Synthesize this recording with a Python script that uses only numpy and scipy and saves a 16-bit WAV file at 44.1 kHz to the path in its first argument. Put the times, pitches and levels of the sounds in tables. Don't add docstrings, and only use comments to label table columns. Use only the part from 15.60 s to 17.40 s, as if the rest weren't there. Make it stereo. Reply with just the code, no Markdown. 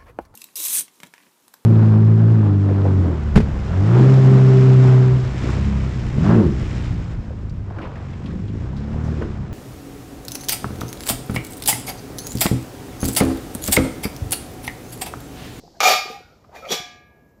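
import sys
import numpy as np
from scipy import signal
from scipy.fft import rfft, irfft, next_fast_len
from scipy.io import wavfile

SR = 44100
rng = np.random.default_rng(int(sys.argv[2]) if len(sys.argv) > 2 else 0)


def voltage_ratio(level):
    return 10 ** (np.asarray(level, float) / 20)


def store_wav(level_fs):
    pcm = np.round(np.clip(np.atleast_2d(level_fs), -1, 1) * 32767)
    wavfile.write(sys.argv[1], SR, pcm.T.astype(np.int16))


N = 79380


def rms_one(x):
    return x / np.sqrt(np.mean(x ** 2) + 1e-20)


def in_time(rows):
    return np.interp(np.arange(N) / SR, *np.transpose(rows))


def at_hz(points, hz):
    points = np.array(points)
    return np.interp(np.log(hz), np.log(points[:, 0]), points[:, 1])


def butter(x, order, hz, kind):
    return signal.sosfilt(signal.butter(order, hz, kind, fs=SR, output="sos"), x)


def drift(rate_hz):
    r = np.exp(-2 * np.pi * rate_hz * 40 / SR)
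    white = rng.standard_normal(N // 40 + 2002)
    slow = signal.lfilter([1], [1, -2 * r, r * r], white)[2000:]
    return np.interp(np.arange(N) / 40, np.arange(len(slow)), rms_one(slow))


def ring(clicks, hz, t60, pan_db=0., lead=0.):
    pole = voltage_ratio(-60 / (t60 * SR)) * np.exp(2j * np.pi * hz / SR)
    z = signal.lfilter([1], [1, -pole], clicks + 1e-18)
    ports = voltage_ratio([pan_db / 2, -pan_db / 2]) * np.exp([.5j * lead, -.5j * lead])
    return np.imag(np.outer(ports, z))


def train(s, gain):
    out = np.zeros(N)
    out[(np.asarray(s) * SR).astype(int)] = gain
    return out


# frequency in Hz, left-right likeness (1 = same).
LIKENESS = [(60, 1.0), (240, 0.97), (950, 0.29), (3770, 0.091), (15000, 0.84)]


def banded_noise(spectrum, patchy_db):
    out, together = 0, drift(3)
    edges = 22 * 2 ** np.arange(0, 9.6, .5)
    white = rng.standard_normal((2, 2, N + SR // 4))
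    for k, (low, high) in enumerate(zip(edges, edges[1:])):
        mid, side = butter(white[k % 2], 2, [low, high], "band")[:, -N:]
        centre = np.sqrt(low * high)
        alike = np.clip(at_hz(LIKENESS, centre), -1, 1)
        flicker = 0.55 * together + drift(6.4)
        gain = voltage_ratio(at_hz(spectrum, centre) + patchy_db * flicker)
        out = out + gain * (np.sqrt(1 + alike) * mid + np.sqrt(1 - alike) * side * [[1], [-1]])
    return rms_one(out)


# frequency in Hz, level in dB.
HUM = [(25, -36.5), (55, 5), (320, -2.5), (720, -6), (1000, -14.5), (3000, -29.5), (7500, -32), (9000, -42),
       (15500, -27.5)]


def hum():
    return voltage_ratio(-54) * banded_noise(HUM, patchy_db=-1.5)


# frequency in Hz, level in dB.
SIZZLE = [(2500, -11), (3500, -8), (5000, 2), (7000, -9.5), (8300, -24.5), (15500, -37.5)]
# time in seconds, level in dB.
OPEN = [
    (0, -56.5),
    (.19, -58.5),
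    (.5, -63.5),
    (1.8, -91.5),
]


def sizzle():
    spectrum = [(1500, -25.0)] + list(SIZZLE)
    return voltage_ratio(in_time(OPEN)) * banded_noise(spectrum, patchy_db=1.0)


# start in seconds, level in dB, pitch in Hz.
PLOPS = [
    (0.036, -39, 452),
    (0.078, -37, 804),
]
SIMMER_PER_S, SIMMER_DB = 260, -75


def simmer():
    out = 0
    for s, db, hz in PLOPS:
        push = signal.lfilter([.1], [1, -.9], train([s], voltage_ratio(db + 3.5)))
        out = out + ring(push, hz, 15.3 / hz)
    sizes = voltage_ratio(3.0 * np.minimum(rng.exponential(1, N), 2.5))
    sizes = sizes * (rng.random(N) < SIMMER_PER_S / SR)
    dealt = rng.integers(0, 12, N)
    small = 0
    for k, hz in enumerate(np.geomspace(150, 950, 12)):
        small = small + ring(sizes * (dealt == k), hz, 9.0 / hz)
    small = butter(small, 5, 1100, "low")
    return out + voltage_ratio(SIMMER_DB + 0.65 * (in_time(OPEN) + 85)) * rms_one(small)


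# centre in seconds, length in seconds, level in dB, pitch in Hz, width in Hz.
RUBS = [(0.847, 0.0062, -52, 1000, 595), (0.48, 0.0092, -44, 520, 650), (0.9615, 0.038, -42, 670, 540),
        (0.962, 0.016, -45, 1840, 840), (1.03, 0.007, -39.5, 524, 120), (1.07, 0.045, -37.5, 558, 210),
        (1.052, 0.022, -40, 1296, 98), (1.057, 0.013, -42.5, 2260, 430), (1.095, 0.014, -39.5, 3140, 330),
        (0.2, 0.0016, -44, 2600, 990), (0.46, 0.0055, -35, 410, 120), (0.558, 0.043, -43, 805, 12),
        (0.99, 0.011, -49, 470, 110), (0.18, 0.023, -52, 680, 77), (0.15, 0.008, -54, 780, 93),
        (0.053, 0.016, -52, 720, 100), (0.16, 0.007, -61, 1600, 120), (0.65, 0.05, -58, 1450, 60),
        (0.717, 0.035, -59.5, 1310, 200), (0.895, 0.0042, -45, 470, 300), (0.726, 0.011, -55, 570, 150),
        (1.2, 0.0065, -39, 160, 100), (1.21, 0.03, -50, 373, 77), (0.61, .0065, -45, 420, 220)]


def rubs():
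    out = 0
    for s, length, db, hz, width_hz in RUBS:
        r = np.exp(-np.pi * width_hz / SR)
        swell = np.exp(-((np.arange(N) / SR - s) / length) ** 2)
        noise = rng.standard_normal(N) * (rng.random(N) < 5000 / SR)
        for _ in range(2):
            noise = signal.lfilter([1, 0, -1], [1, -2 * r * np.cos(2 * np.pi * hz / SR), r * r], noise)
        out = out + voltage_ratio(db) * swell * noise * np.linalg.norm(swell) / np.linalg.norm(swell * noise)
    return out


# time in seconds, level in dB.
SETTLE = [
    (.2034, -110),
    (.2038, -32.5),
    (.228, -28),
    (.27, -19.5),
    (.33, -24),
    (.38, -39),
    (.46, -56),
    (.51, -47.5),
    (.66, -79.5),
]
# time in seconds, level in dB.
SLIDE = [
    (.90, -100),
    (.955, -50),
    (1.0, -61.5),
    (1.06, -62.5),
    (1.10, -38),
    (1.122, -22.5),
    (1.16, -40.5),
    (1.22, -62),
    (1.32, -116),
]
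TOUCHES_PER_S, TOUCH_SPREAD_DB = 5000, 1.5
SEATS_S, SLIDES_S = .25, 1.085


def lid_stage():
    return np.digitize(np.arange(N) / SR, [SEATS_S, SLIDES_S])


def rim_chatter():
    sizes = voltage_ratio(TOUCH_SPREAD_DB * np.minimum(rng.exponential(1, N), 4))
    touches = rms_one(sizes * (rng.random(N) < TOUCHES_PER_S / SR))
    return touches * (voltage_ratio(in_time(SETTLE)) * (lid_stage() < 2) + voltage_ratio(in_time(SLIDE)))


# time in seconds, loss in dB per second.
GRIP = [
    (.2, 110),
    (.33, 125),
    (.42, 105),
    (.6, 65),
    (.9, 30.5),
    (1.1, 150),
    (1.19, 30),
    (1.3, 0),
    (1.5, 0),
]


def grip_loss():
    return voltage_ratio(-np.cumsum(np.clip(in_time(GRIP), 0, 300)) / SR)


# start in seconds, ring level in dB, thud level in dB.
BLOWS = [(0.204, -5.5, -26.5), (0.2303, -7, -33), (0.2392, -5.5, -32), (0.254, -7.5, -28.5),
         (0.272, -10, -32.5), (0.2925, -12, -25), (0.301, -10, -29.5), (0.316, -13.5, -36),
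         (0.335, -16, -34), (0.499, -44, -27), (1.027, -48.5, -39.5), (1.0515, -39.5, -43),
         (1.0914, -35, -30), (1.1054, -23.5, -20.5), (1.118, -20.5, -16.5), (1.1215, -16.5, -23.5),
         (1.132, -23.5, -23.5), (1.143, -23.5, -21)]
BLOW_S, RING_DB, THUD_DB = np.transpose(BLOWS)
BLOW_CUT_HZ, BLOW_SPREAD_DB = 7000, 3


def uneven_blows(level_db):
    luck = rng.standard_normal((2, len(BLOW_S)))
    return train(BLOW_S, np.sign(luck[1]) * voltage_ratio(level_db + BLOW_SPREAD_DB * luck[0]))


def drive(hz, share, chatter, loss):
    blows = uneven_blows(RING_DB) / (1 + (hz / BLOW_CUT_HZ) ** 2)
    return (1.56 * blows + share * chatter * rng.standard_normal(N)) / loss


# pitch in Hz, level in dB after the strike, level in dB
# as the lid seats, level in dB as it slides home, free t60 in seconds.
MODES = [(565, -38, -28, -47, .3), (628, -33, -26, -43, .25), (721, -32, -27, -36, .7),
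         (742, -24, -17, -46, .45), (772, -25, -25, -50, .5), (800, -34, -28, -43, .6),
         (1190, -20, -20, -36, .85), (1217, -25, -24, -44, .9), (1250, -22, -33, -52, .6),
         (1324, -27, -30, -58, .4), (1660, -39, -38, -45, 1.7), (1725, -39, -40, -49, 1.4),
         (1897, -34, -30, -52, .6), (1493, -35, -40, -46, .3),
         (2183, -28, -30, -43, 1), (2210, -26, -28, -41, .9), (2343, -28, -27, -43, .7),
       (2365, -27, -28, -39, .85), (2402, -24, -21, -48, .4), (2560, -40, -33, -47, .8),
       (2584, -40, -34, -48, .55), (2880, -36, -29, -47, .7), (3167, -35, -28, -42, .45),
       (3365, -36, -32, -34, .33), (3397, -37, -35, -34, .36), (3644, -33, -31, -40, .4),
       (3704, -31, -29, -39, .45), (2783, -39, -34, -50, .6),
         (3973, -43, -33, -35, .25), (4030, -36, -30, -36, .3), (4395, -40, -27, -52, .4),
       (4495, -36, -23, -40, .35), (4617, -36, -27, -44, .36), (4926, -31, -30, -44, .3),
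       (5170, -38, -33, -47, .28), (5399, -36, -31, -39, .33), (5646, -33, -35, -42, .28),
       (5755, -36, -32, -36, .25), (6304, -34, -38, -36, .27), (6480, -32, -36, -44, .27),
       (6971, -40, -34, -42, .3), (12042, -38, -36, -52, .2)]
# start in seconds, end in seconds.
HEARD_S = [
    (.21, .24),
    (.28, .345),
    (1.135, 1.185),
]
# frequency in Hz, left over right in dB.
LEAN = [(740, 1), (1190, 8.5), (1217, -8.5), (1700, 4.5), (2200, -6), (2400, -4.5), (3400, -1), (6000, 2.5)]
MODES_DB, MODE_CHATTER, PORT_LAG_S = -3.5, .2, 6e-5


def main_modes(chatter, loss):
    out, stage = 0, lid_stage()
    for hz, *peaks_db, t60 in MODES:
        lead = 2 * np.pi * hz * PORT_LAG_S * rng.normal(1, 1.0)
        force = drive(hz, MODE_CHATTER, chatter, loss)
        for k, peak_db in enumerate(peaks_db):
            part = loss * ring(force * (stage == k), hz, t60, at_hz(LEAN, hz), lead)
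            start, end = (np.array(HEARD_S[k]) * SR).astype(int)
            out = out + voltage_ratio(MODES_DB + peak_db) * part / np.std(part[:, start:end])
    return out


# frequency in Hz, level in dB.
FINE = [(300, -36.5), (750, -11), (1000, -18), (2400, -20), (5000, -15.5), (7200, -18.5), (8500, -30.5),
        (15500, -24.5)]
FINE_DB, FINE_CYCLES, FINE_T60_S = -15, 2450, 0.19


def minor_modes(chatter, loss):
    out = 0
    for hz in np.linspace(22, 124, 200) ** 2 * rng.uniform(.99, 1.01, 200):
        t60 = min(FINE_T60_S, FINE_CYCLES / hz) * rng.uniform(.4, 0.73)
        level_db = FINE_DB + at_hz(FINE, hz) + 5 * np.log10(hz / 1e3) + rng.uniform(-5, 5)
        force = drive(hz, 0.3, chatter, loss) * voltage_ratio(level_db)
        lead = rng.normal(0, 2.0) * min(1, hz / 1500)
        out = out + ring(force, hz, t60, rng.normal(0, 3.2), lead)
    return out * loss


CRACK_DB, CRACK_T60_S, CLICK_DB = -8.5, 0.015, -1


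def crack(chatter):
    fall = voltage_ratio(-60 / (CRACK_T60_S * SR))
    puff = signal.lfilter([1], [1, -fall], train(BLOW_S, voltage_ratio(RING_DB + CRACK_DB)) + 1e-18)
    click = butter(train(BLOW_S, voltage_ratio(RING_DB + CLICK_DB)) + 1e-18, 2, [1200, 6500], "band")
    return click + (puff + .5 * chatter) * banded_noise(FINE, patchy_db=2.5)


# pitch in Hz, level in dB, t60 in seconds.
HOLLOW = [
    (167, -21.5, .15),
    (235, -12.5, 0.09),
    (397.7, -6, 0.092),
    (452, -3.5, 0.16),
    (517, -4, 0.1),
    (714, 3.5, 0.027),
]


def thud(chatter):
    out = 0
    for hz, level_db, t60 in HOLLOW:
        push = signal.lfilter([.0036], [1, -1.88, .8836], uneven_blows(THUD_DB + level_db))
        stir = voltage_ratio(level_db - 33.5) * chatter * rng.standard_normal(N)
        out = out + butter(ring(push + stir, hz, t60, -2.9), 3, 0.65 * hz, "high")
    return out


def lid_on_pot():
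    chatter, loss = rim_chatter(), grip_loss()
    metal = main_modes(chatter, loss) + minor_modes(chatter, loss) + crack(chatter)
    return butter(metal, 4, 330, "high") + thud(chatter) + rubs()


ROOM_T60_S, WALL_CUT_HZ, ROOM_DB = 0.56, 7100, -16


def kitchen(x):
    size = next_fast_len(N + SR)
    w = 2 * np.pi * np.arange(size // 2 + 1) / size
    dull = 1 / (1 + 1j * w * SR / (2 * np.pi * WALL_CUT_HZ))
    out = np.zeros((2, len(w)), complex)
    for k, lag in enumerate(rng.uniform(.009, .034, 16)):
        loop = voltage_ratio(-60 * lag / ROOM_T60_S) * dull ** (lag / .05) * np.exp(-1j * w * lag * SR)
        out[k % 2] += (-1) ** (k // 2) * loop / (1 - loop)
    low_cut = 1 + (2 * np.pi * 900 / SR / (w + 1e-9)) ** 2
    return irfft(out * rfft(x, size) / low_cut, size)[:, :N]


def scene():
    lid = lid_on_pot()
    return hum() + sizzle() + simmer() + lid + voltage_ratio(ROOM_DB) * kitchen(lid)


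def low_pass(x):
    return signal.sosfilt(signal.butter(12, 16440, fs=SR, output="sos"), x)


MIC_DIP_HZ, MIC_DIP_WIDTH_HZ, MIC_DIP = 8450, 1900, 0.41


def record(dry):
    low, high = MIC_DIP_HZ - MIC_DIP_WIDTH_HZ / 2, MIC_DIP_HZ + MIC_DIP_WIDTH_HZ / 2
    x = dry - MIC_DIP * butter(dry, 1, [low, high], "band")
    x = 1.1 * np.tanh(x / 1.1)
    x = signal.sosfilt(signal.cheby2(12, 70, 16300, fs=SR, output="sos"), x)
    return low_pass(x)


dry = scene()
out = record(dry)
store_wav(out)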